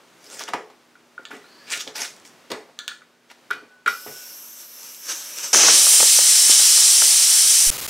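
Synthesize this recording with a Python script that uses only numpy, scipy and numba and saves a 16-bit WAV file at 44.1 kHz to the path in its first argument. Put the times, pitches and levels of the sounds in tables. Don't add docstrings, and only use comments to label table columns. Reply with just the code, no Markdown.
import sys
import numpy as np
from scipy import signal
from scipy.fft import rfft, irfft, next_fast_len
from scipy.io import wavfile
from scipy.ndimage import uniform_filter1d
from numba import njit

SR = 44100
rng = np.random.default_rng(int(sys.argv[2]) if len(sys.argv) > 2 else 0)


def digitize_waveform(pressure):
    field = np.atleast_2d(pressure).T
    bounded = np.clip(field, -1, 1)
    quanta = np.round(bounded * 32767).astype(np.int16)
    wavfile.write(sys.argv[1], SR, quanta)


N = 347949

BURST_S = 5.53
THUMP_START_S, NEAR_STOP_S = 7.669, 7.7035


def undb(db):
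    return 10 ** (np.asarray(db) / 20)


def sum_db(*dbs):
    return 10 * np.log10(sum(undb(db) ** 2 for db in dbs))


def unit(x):
    return x / np.sqrt(np.mean(x ** 2) + 1e-30)


def peak(x, db):
    return x * undb(db) / np.abs(x).max()


def add(out, s, x):
    i = int(s * SR)
    x = x[..., :max(out.shape[-1] - i, 0)]
    out[..., i:i + x.shape[-1]] += x


def on_log(hz, table):
    table = np.array(table, float)
    return np.interp(np.log(np.maximum(hz, 1)), np.log(table[:, 0]), table[:, 1])


def curve(rows, start, stop):
    s, *columns = np.transpose(rows)
    t = np.arange(start, stop, 1 / SR)
    return t, [np.interp(t, s, column) for column in columns]


def stroke_db(t, s, rise, hold, fall):
    before = (s - t) / max(rise, .002)
    after = (t - s - hold) / max(fall, .002)
    return -20 * np.maximum(np.maximum(before, after), 0)


def walk(n, rate):
    k = max(int(SR / rate), 2)
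    held = np.repeat(rng.standard_normal(n // k + 1), k)
    return 1.2 * uniform_filter1d(held, k)[:n]


@njit
def svf(x, hz, width):
    y, b, l = np.empty(len(x)), 0., 0.
    for i in range(len(x)):
        g, k = np.tan(np.pi * hz[i] / SR), width / hz[i]
        v = (b + g * (x[i] - l)) / (1 + g * (g + k))
        b, l, y[i] = 2 * v - b, l + 2 * g * v, k * v
    return y


def band(x, hz, width):
    return svf(x, np.full(len(x), np.clip(hz, 50., .44 * SR)), float(width))


def band_twice(x, hz, width):
    return band(band(x, hz, width), hz, width)


def whistle(n, hz, width):
    return unit(svf(svf(rng.standard_normal(n), hz, width), hz, width))


def burst(ms):
    ms = max(ms, .2)
    t = np.arange(int(ms * 4e-3 * SR)) / SR * 1000 / ms
    return rng.standard_normal(len(t)) * (1 - np.exp(-12 * t)) * np.exp(-2 * t)


def ring(modes, scatter_db):
    hz, rough, db, t60 = np.transpose(modes)[:, :, None]
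    t = np.arange(int(min(t60.max(), 1) * SR)) / SR
    drift = uniform_filter1d(rng.standard_normal((len(modes), len(t))), size=50)
    wander = np.cumsum(drift, axis=1) * np.sqrt(2 * np.pi * np.abs(rough) / SR)
    size = undb(db + scatter_db * rng.standard_normal(hz.shape))
    fade = np.exp(-np.log(1000) * t / np.maximum(t60, .005))
    y = np.sum(size * fade * np.sin(2 * np.pi * hz * t + wander), axis=0)
    return y / np.abs(y).max()


def swell(sound, ms):
    return sound * (1 - np.exp(-np.arange(len(sound)) / SR * 1000 / max(ms, .2)))


def steady(n, colour):
    noise = rng.standard_normal((2, n))
    return unit(irfft(rfft(noise) * undb(on_log(np.fft.rfftfreq(n, 1 / SR), colour)), n))


def wide(n, width):
    mid, side = rng.standard_normal((2, n))
    t = np.arange(int(.3 * SR)) / SR
    echoes = rng.standard_normal(len(t)) * np.exp(-np.log(1000) * t / 0.11)
    mid = mid + undb(-10) * unit(irfft(rfft(mid) * rfft(echoes, n), n))
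    hz = np.fft.rfftfreq(n, 1 / SR)
    return np.array([unit(mid), irfft(rfft(side) * undb(on_log(hz, width)), n)])


def shaped(source, colour, part_db, flicker_db, flicker_rate, shell=0):
    # bass, middle, 3.5-7 kHz, treble, top.
    edges_hz = [150, 1100, 3500, 7000, 10500, 16000]
    # centre in Hz, width in Hz, lift in dB at shell = 1.
    shell_lifts = [(3100, 250, 4), (4580, 60, 5), (4750, 150, -4), (4965, 60, 4), (5270, 30, 4),
                   (5345, 30, 6), (5400, 40, 7), (5550, 40, 6), (5860, 200, 2), (6190, 170, 4),
                   (6580, 200, -4), (6850, 60, -4), (8215, 60, 3), (8720, 150, 3), (9100, 70, -4),
                   (9470, 250, 3), (9770, 120, -6), (10000, 200, 2), (10400, 300, -3), (12550, 400, 3),
                   (14400, 300, 5)]
    n = source.shape[-1]
    size = next_fast_len(n)
    hz = np.fft.rfftfreq(size, 1 / SR)
    lift_db = sum(db / (1 + (2 * (hz - f) / width) ** 2) for f, width, db in shell_lifts)
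    spec = rfft(source, size) * undb(on_log(hz, colour) + shell * lift_db)

    power = np.abs(np.atleast_2d(spec)[0]) ** 2 * 2 / size / n
    norm_db = [10 * np.log10(power[(hz > a) & (hz < b)].sum()) for a, b in zip(edges_hz, edges_hz[1:])]
    gain_db = part_db - np.array(norm_db)[:, None]

    step, place = np.log(2) / 3, np.log(np.maximum(hz, 1))
    middles = np.log(np.multiply(edges_hz[1:], edges_hz[:-1])) / 2
    out = 0
    for centre in np.arange(np.log(40), np.log(20000), step):
        share = np.clip(1 - np.abs(place - centre) / step, 0, 1)
        weight = [np.interp(centre, middles, row) for row in np.eye(len(middles))]
        db = np.dot(weight, gain_db) + flicker_db * walk(n, flicker_rate)
        out = out + irfft(spec * share, size)[..., :n] * undb(db)
    return out


def shop():
    # frequency in Hz, relative level in dB per Hz.
    colour = [(18, -52), (30, -43), (153, -11.5), (184, -9), (210, -12), (239, -9), (374, -5.5),
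              (486, -9.5), (554, -7.5), (721, -11), (1100, -10.5), (5900, -21), (16000, -34.5)]
    # time in seconds, level in dB.
    level = [(0, -54), (.3, -53.5), (.8, -57), (1.1, -57.5), (1.5, -52), (2.4, -52.5), (2.75, -56.5),
             (3.2, -60.5), (3.45, -55), (3.8, -59.5)]
    # frequency in Hz, side level in dB from the mid.
    width = [(60, -3), (110, -13), (200, -10), (380, -13), (700, -11.5), (1290, -16), (2380, -16),
             (4400, -14), (8120, -16), (15000, -19)]
    hum_hz, hum_db = 240, -69
    t = np.arange(N) / SR
    mid, side = steady(N, colour)
    side = irfft(rfft(side) * undb(on_log(np.fft.rfftfreq(N, 1 / SR), width)), N)
    air = np.array([mid, side]) * undb(np.interp(t, *np.transpose(level)))
    air[0] += undb(hum_db) * np.sqrt(2) * np.sin(2 * np.pi * hum_hz * t)
    return air


def room(dry):
    # frequency in Hz, time to die by 60 dB in seconds.
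    room_t60 = [(150, 0.11), (700, 0.33), (2000, 0.1), (6000, 0.42), (14000, 0.17)]
    tail_db, side_db = -7.5, -16.5
    t = np.arange(int(.6 * SR)) / SR
    tail = 0
    for hz in 125 * 2. ** np.arange(8):
        onset = np.clip(t / 0.0018, 0, 1)
        fade = np.exp(-np.log(1000) * t / on_log(hz, room_t60)) * onset
        tail = tail + fade * np.array([band(rng.standard_normal(len(t)), hz, hz) for _ in range(2)])
    tail = tail / np.sqrt(np.sum(tail[0] ** 2)) * undb([[tail_db], [tail_db + side_db]])
    return signal.fftconvolve(tail, dry[None])[:, :N]


def thuds():
    # start in seconds, peak in dB.
    shakes = [(0.533, -61), (2.506, -56), (3.505, -53), (3.862, -52), (4.061, -45)]
    out = np.zeros(N)
    for s, db in shakes:
        add(out, s, peak(band_twice(burst(89), 139, 170), db))
    return out


def knocks():
    # start in seconds, peak in dB, centre in Hz, contact in ms,
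    # then cart ring and bright part in dB from the peak.
    blows = [(0.406, -26.5, 1040, 15, -11.5, -10), (0.485, -25, 1050, 16, -7, -2.5),
             (0.534, -11, 920, 12.3, -10, -14), (0.699, -39.5, 810, 15, -7.5, -6),
             (1.19, -37, 406, 13, -9, -22), (1.306, -32, 700, 11, -7.5, -5),
             (1.33, -33, 336, 5.9, -0.5, -17), (1.365, -37, 328, 7.7, -6, 0),
             (1.869, -30, 549, 8.9, -3, -11), (2.501, -30, 431, 23, 6, 3.5),
             (2.516, -19, 452, 8.1, -6, 1.5), (2.688, -44, 659, 17, -9, -25),
             (3.529, -35.5, 1200, 15, -1, 4), (3.625, -40.5, 355, 19, -4.5, -24),
             (3.86, -30, 1160, 11, -1, 4), (4.062, -27, 450, 8.6, -3.5, -18)]
    # frequency in Hz, roughness in Hz, level in dB, T60 in seconds.
    cart = [(235, 59, -14, 0.19), (343.5, 114, 5.5, 0.15), (447, 140, -1, .35), (812, 250, -10, 0.48),
            (1080, 124, -8, 0.29), (1270, 200, -5.5, 0.22), (1615, 210, -10, 0.28), (1970, 340, -5, 0.27),
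            (2410, 640, -7.5, 0.22), (3130, 580, -10, 0.16), (5130, 1500, -12, 0.2)]
    out = np.zeros(N)
    for s, db, hz, ms, tail_db, bright_db in blows:
        push = np.pad(burst(ms), (0, 600))
        tail = swell(band(ring(cart, 0.57), hz, 11.4 * hz), .5 * ms)
        add(out, s, peak(band_twice(push, hz, 1.26 * hz), db))
        add(out, s, peak(tail, db + tail_db))
        add(out, s, peak(band_twice(push, 2400, 5700), db + bright_db))
    return out


def clicks():
    # start in seconds, peak in dB, centre in Hz, then top part and tool ring in dB from the peak.
    ticks = [(0.2423, -46, 2230, -19, -17), (0.394, -21, 6320, -25, -21), (0.4374, -21, 5390, -25, -13),
             (1.2324, -49, 5100, -34, -20), (1.253, -22.5, 3260, -33, -9), (1.2864, -43, 4470, -16, -19),
             (1.704, -16, 5100, -20, -16), (1.7222, -11, 5400, -26, -14), (1.728, -28, 3730, -21, -12),
             (1.7377, -12, 2370, -20, -27), (1.7414, -23, 2350, -19, -20), (1.7834, -30, 5430, -25, -19),
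             (1.813, -17, 4900, -27, -24), (1.8204, -30, 5700, -27, -12), (1.8762, -19, 2540, -35, -27),
             (1.8855, -31, 2490, -28, -12), (1.9076, -45, 2350, -49, -23), (2.1204, -56, 2677, -21, -18),
             (2.1645, -35, 6050, -19, -21), (2.1994, -35, 6620, -25, -21), (2.2528, -35, 2480, -24, -20),
             (2.2762, -35, 5930, -19, -21), (2.7898, -15, 3660, -18, -10), (2.8792, -12.5, 3560, -12, -8.5),
             (3.301, -35, 2200, -24, -7), (3.3109, -46, 2420, -26, -14), (4.788, -38, 2200, -20, -20),
             (4.832, -26, 5900, -20, -27), (4.947, -26, 5940, -20, -32), (5.386, -17, 5900, -20, -24),
             (5.444, -16, 5050, -20, -26)]
    # frequency in Hz, roughness in Hz, level in dB, T60 in seconds.
    tool = [(1420, 100, -3, .22), (1728, 60, -4, .3), (2300, 300, -8, .12), (3550, 300, -3, .2),
            (4300, 300, -7, .22), (3750, 300, 2, .03), (6300, 800, -6, .05), (7600, 1200, -5, .06)]
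    out = np.zeros(N)
    for s, db, hz, top_db, ring_db in ticks:
        tick = np.pad(burst(0.96), (0, 200))
        add(out, s, peak(band_twice(tick, hz, 0.81 * hz), db))
        add(out, s, peak(band_twice(tick, 13000, 9000), db + top_db))
        add(out, s, peak(ring(tool, 0.26), db + ring_db))
    return out


def taps():
    # start in seconds, thud peak in dB, push in ms, then crack and tank ring in dB from the thud.
    blows = [(0.954, -41, 0.84, -18, -9), (1.179, -25, 0.95, -30, -21), (1.2172, -52, 2.2, -15, -6),
             (1.312, -30, 2.2, -16, -4), (1.441, -43, 2.3, -18, -6), (1.4571, -46, 2, -18, -6),
             (2.915, -31, 0.75, -18, -7.5), (3.0182, -42, 2, -18, -1), (3.5044, -20, 2.5, -15, -2.5),
             (3.5095, -12.5, 2.1, -5, -8), (3.861, -13, 1.6, -17, -5.5), (3.868, -23, 1.9, -15, -3),
             (3.874, -14, 2.4, -15, -1.5), (3.878, -7, 1.3, -10.5, -7.5)]
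    # frequency in Hz, roughness in Hz, level in dB, T60 in seconds.
    tank = [(429, 87, -9, 0.062), (1160, 6.8, -31, 0.64), (1390, 99, 1, 0.088), (1336, 56, -10, 0.18),
            (1362, 113, -5, 0.11), (1486, 8, -19, 1.2), (1710, 54, -36, 0.33), (1980, 91, -5.5, 0.16),
            (2347, 83, -3, 0.075), (2440, 21, -13, 0.27), (2960, 180, -16, 0.24), (3280, 420, -8.5, 0.091),
            (3750, 72, -11.5, 0.12), (4470, 260, -21, 0.34)]
    thud_hz, thud_width_hz = 1435, 190
    out = np.zeros(N)
    for s, db, ms, crack_db, ring_db in blows:
        push = np.pad(burst(ms), (0, 600))
        add(out, s, peak(band_twice(push, thud_hz, thud_width_hz), db))
        add(out, s, peak(swell(ring(tank, 0.46), .5 * ms), db + ring_db))
        add(out, s, peak(band(push, 2700, 5500), db + crack_db))
    return out


def slide():
    # time in seconds, level in dB, rising band in Hz, lower part in dB from the level.
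    glide = [(1.43, -62, 3970, -3), (1.48, -61, 4200, -5), (1.54, -58, 4440, -9), (1.62, -57, 4530, 0),
             (1.685, -57, 4650, 4)]
    s, db, hz, low_db = np.transpose(glide)
    t = np.arange(N) / SR
    noise = rng.standard_normal(N)
    hz = np.interp(t, s, hz)
    rising = unit(svf(svf(noise, hz, 750.), hz, 750.))
    below = unit(band(noise, 1700, 70)) + 0.52 * unit(band(noise, 2200, 2600))
    gate = uniform_filter1d(1. * (t > s[0]) * (t < s[-1]), size=800)
    return gate * undb(np.interp(t, s, db)) * (rising + undb(np.interp(t, s, low_db)) * below)


def scrapes(grains_per_s=2000, smooth_db=-1):
    # start of the hold in seconds, 3.5-7 kHz level in dB,
    # rise, hold and fall in seconds (rise and fall span 20 dB), then bass, middle and treble in dB from it.
    strokes = [(0.342, -45.5, 0.15, 0.034, 0.013, 1, -6, -2),
               (0.394, -37, 0.018, 0.026, 0.028, -8, -3.5, -7),
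               (0.479, -43.5, 0.0063, 0.006, 0.0068, -7, 8.5, -9),
               (1.312, -56.5, 0.0098, .003, 0.14, 7, 12.5, 0), (1.672, -50, 0.011, .02, .02, -1, -6, -16),
               (1.728, -26.5, 0.035, 0.0022, 0.046, -16, -2, -6.5),
               (1.775, -38, .03, 0.0054, .012, -0.5, -8, -7),
               (1.807, -30.5, 0.038, .002, .028, -17, -6, -10.5),
               (1.875, -42, 0.0055, .002, 0.032, 6, -14, -11), (1.956, -35, .011, .095, .06, -5, -4, -6),
               (2.163, -63, 0.011, .003, 0.041, -5, 4, 3), (2.251, -50.5, .005, .003, 0.053, -17, -8, -0.5),
               (3.314, -46, 0.021, 0.0019, .013, -2, 2, -10)]
    # frequency in Hz, relative level in dB per Hz.
    colour = [(88, -23), (150, -18), (383, -12), (675, -9), (960, -5.5), (1100, -9.5), (1390, 0.5),
              (1600, 3.5), (2310, 3.5), (4410, -8), (5790, -4.5), (13700, -23), (16000, -30)]
    top_db = -6.5
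    out = np.zeros(N)
    for s, db, rise, hold, fall, bass, middle, treble in strokes:
        t = np.arange(s - 2 * rise - .01, s + hold + 2 * fall + .01, 1 / SR)
        n = len(t)
        balance = np.array([[bass], [middle], [0], [treble], [treble + top_db]])
        parts = db + stroke_db(t, s, rise, hold, fall) + balance
        size = undb(2.6 * np.minimum(rng.exponential(size=n), 4)) * rng.standard_normal(n)
        grains = unit((rng.random(n) < grains_per_s / SR) * size)
        smooth = undb(smooth_db) * rng.standard_normal(n)
        rub = shaped(grains + smooth, colour, parts, 3.2, 52)
        add(out, t[0], rub * signal.windows.tukey(n, .02 * SR / n))
    return out


def leak():
    # time in seconds, 3.5-7 kHz level in dB, first and second whistle in Hz.
    gap = [(3.875, -38, 5560, 12200), (3.961, -46, 5100, 12400), (4.223, -43, 5560, 12100),
           (4.551, -47.5, 6150, 13000), (4.605, -41.5, 5930, 12800), (4.677, -48.5, 6060, 12800),
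           (4.863, -40.5, 6000, 12500), (5.005, -47.5, 6000, 12100), (5.078, -36.5, 6000, 12600),
           (5.092, -27, 5970, 13000), (5.122, -26.5, 6000, 12900), (5.135, -32.5, 6130, 12800),
           (5.195, -36.5, 6240, 12600), (5.359, -37, 5840, 12800), (5.385, -31, 5950, 12600),
           (5.423, -33, 6100, 12800), (5.441, -26.5, 6240, 12600), (5.505, -36.5, 5900, 12300)]
    # frequency in Hz, relative level in dB per Hz.
    colour = [(88, -59), (150, -28), (235, -33), (291, -23), (475, -19), (504, -29), (534, -16.5),
              (759, -22.5), (923, -13.5), (3220, -10), (4700, -10), (5500, -1.5), (8730, -6), (12700, 5),
              (16000, -5)]
    # frequency in Hz, side level in dB from the mid.
    width = [(60, -4), (110, -6), (200, -20), (380, -17), (700, -21), (1290, -43), (2380, -73), (4400, -18),
             (8120, -27), (15000, -59)]
    bands_db = [-13.5, -9, -2, -3, -4]
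    lag = [0, 0, 0.038, 0.15, 0.9]
    usual_db = -42
    t, (level_db, first_hz, second_hz) = curve(gap, gap[0][0], BURST_S)
    n = len(t)
    parts = level_db + np.array(bands_db)[:, None] - np.outer(lag, level_db - usual_db)
    air = shaped(wide(n, width), colour, parts, 1.5, 8, shell=.7)
    air[0] += undb(parts[2] - 3 + 0.8 * walk(n, 10.3)) * whistle(n, first_hz, 750.)
    air[0] += undb(parts[4] - 5 + 0.8 * walk(n, 10.3)) * whistle(n, second_hz, 900.)
    return t[0], air


def jet():
    # time in seconds, 3.5-7 kHz level in dB, treble level in dB.
    flow = [(5.54, -18, -22.5), (5.68, -11.5, -21.5), (5.76, -13.5, -17), (5.97, -16, -14.5),
            (6.08, -14.5, -16), (6.49, -16.5, -16.5), (6.51, -11, -14), (6.57, -13.5, -17.5),
            (6.61, -13.5, -16), (7.25, -17, -17.5), (7.59, -15.5, -17), (7.7, -20, -17.5)]
    # frequency in Hz, relative level in dB per Hz.
    colour = [(24, -72), (40, -53), (194, -31.5), (329, -27), (422, -24.5), (630, -22), (1520, -19),
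              (3060, -12.5), (4340, -7.5), (4800, -4), (6170, -0.5), (6650, 0), (9220, 3), (13400, -20.5),
              (16000, -23)]
    # frequency in Hz, side level in dB from the mid.
    width = [(60, -18), (380, -20), (700, -29), (1290, -36), (2380, -46), (4400, -21), (8120, -19),
             (11000, -10), (15000, -2)]
    # start in seconds, peak in dB, centre in Hz, length in ms.
    spits = [(5.546, -5.5, 1230, 3.3), (5.635, -12, 589, 6.6), (5.683, -7.5, 654, 10.6),
             (5.868, -14.5, 1230, 3.6), (5.939, -22, 690, 3.3), (6.002, -12, 810, 7.5),
             (6.028, -12.5, 570, 4.8), (6.188, -14, 655, 4.1), (6.496, -20.5, 333, 4),
             (6.518, -19.5, 1030, 4.4), (6.598, -20, 1280, 6.5), (6.776, -19, 1410, 1.8),
             (7.019, -13.5, 1120, 5.1)]
    bass_db, middle_db, top_db = -29.5, -11, -7
    sputter_db, sputter_middle_db, sputter_hold_s, sputter_fall_s = -25.5, -19, 0.15, 0.22
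    rumble_db, rumble_s = -19, 0.065
    crack_db = -4
    whistle_hz, whistle_width_hz, whistle_db = 6040, 1600, -14.5

    t, (body_db, treble_db) = curve(flow, BURST_S, NEAR_STOP_S)
    n = len(t)
    clearing = stroke_db(t, t[0], 1, sputter_hold_s, sputter_fall_s)
    puffs = [db + rumble_db + stroke_db(t, at, 0.0049, 0, rumble_s) for at, db, _, _ in spits]
    parts = np.array([sum_db(treble_db + bass_db, sputter_db + clearing, *puffs),
                      sum_db(treble_db + middle_db, sputter_middle_db + clearing),
                      body_db, treble_db, treble_db + top_db])
    flutter = 0.25 * walk(n, 60.7)
    air = shaped(wide(n, width), colour, parts + flutter, 0.71, 13.87, shell=0.89)
    tone = unit(band_twice(rng.standard_normal(n), whistle_hz, whistle_width_hz))
    air[0] += undb(whistle_db + clearing) * tone
    for at, db, hz, ms in spits:
        pop = band(np.pad(burst(ms), (0, 400)), hz, 0.81 * hz)
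        add(air[0], at - t[0], peak(band(pop, 2.7 * hz, 7.8 * hz), db))
        crack = band(np.pad(burst(ms), (0, 400)), 1470, 1700)
        add(air[0], at - t[0], peak(crack, db + crack_db))
    return t[0], air


def ending(near):
    # frequency in Hz, relative level in dB per Hz.
    colour = [(24, -34), (40, -3), (163, -7.5), (585, -5.5), (831, -7), (1120, -4), (2150, -6),
              (2380, -4.5), (4460, -5), (5310, -4), (16000, -7.5)]
    pieces = [(7.7115, 7.7728), (7.7785, 7.806), (7.811, 7.8665), (7.877, 7.9)]
    thump_db, thump_rise_ms = (-23.5, -19.5), 5
    later_db, later_side_db, floor_db = -28.5, -34, -49
    t = np.arange(N) / SR
    lean = 1 - np.exp(-np.maximum(t - THUMP_START_S, 0) * 1000 / thump_rise_ms)
    out = (near - undb(thump_db)[:, None] * lean) * (t < NEAR_STOP_S)
    out += (t >= NEAR_STOP_S) * undb(floor_db) * steady(N, colour)[0]
    for start, end in pieces:
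        mid, side = steady(int((end - start) * SR), colour)
        add(out, start, undb(later_db) * (mid + undb(later_side_db) * side * np.array([[1], [-1]])))
    return out


def scene():
    contacts = taps() + clicks() + knocks() + scrapes() + slide()
    dry = signal.sosfilt(signal.butter(2, 180, "high", fs=SR, output="sos"), contacts)
    near = room(dry) + shop()
    near[0] += dry + thuds()
    add(near, *leak())
    add(near, *jet())
    mid, side = signal.sosfilt(signal.butter(1, 40, "high", fs=SR, output="sos"), near)
    return ending(np.array([mid + side, mid - side]))


def record(dry):
    low_pass = signal.ellip(14, .3, 80, 15760, fs=SR, output="sos")
    return signal.sosfilt(low_pass, np.tanh(0.73 * dry) / 0.72)


dry = scene()
out = record(dry)
digitize_waveform(out)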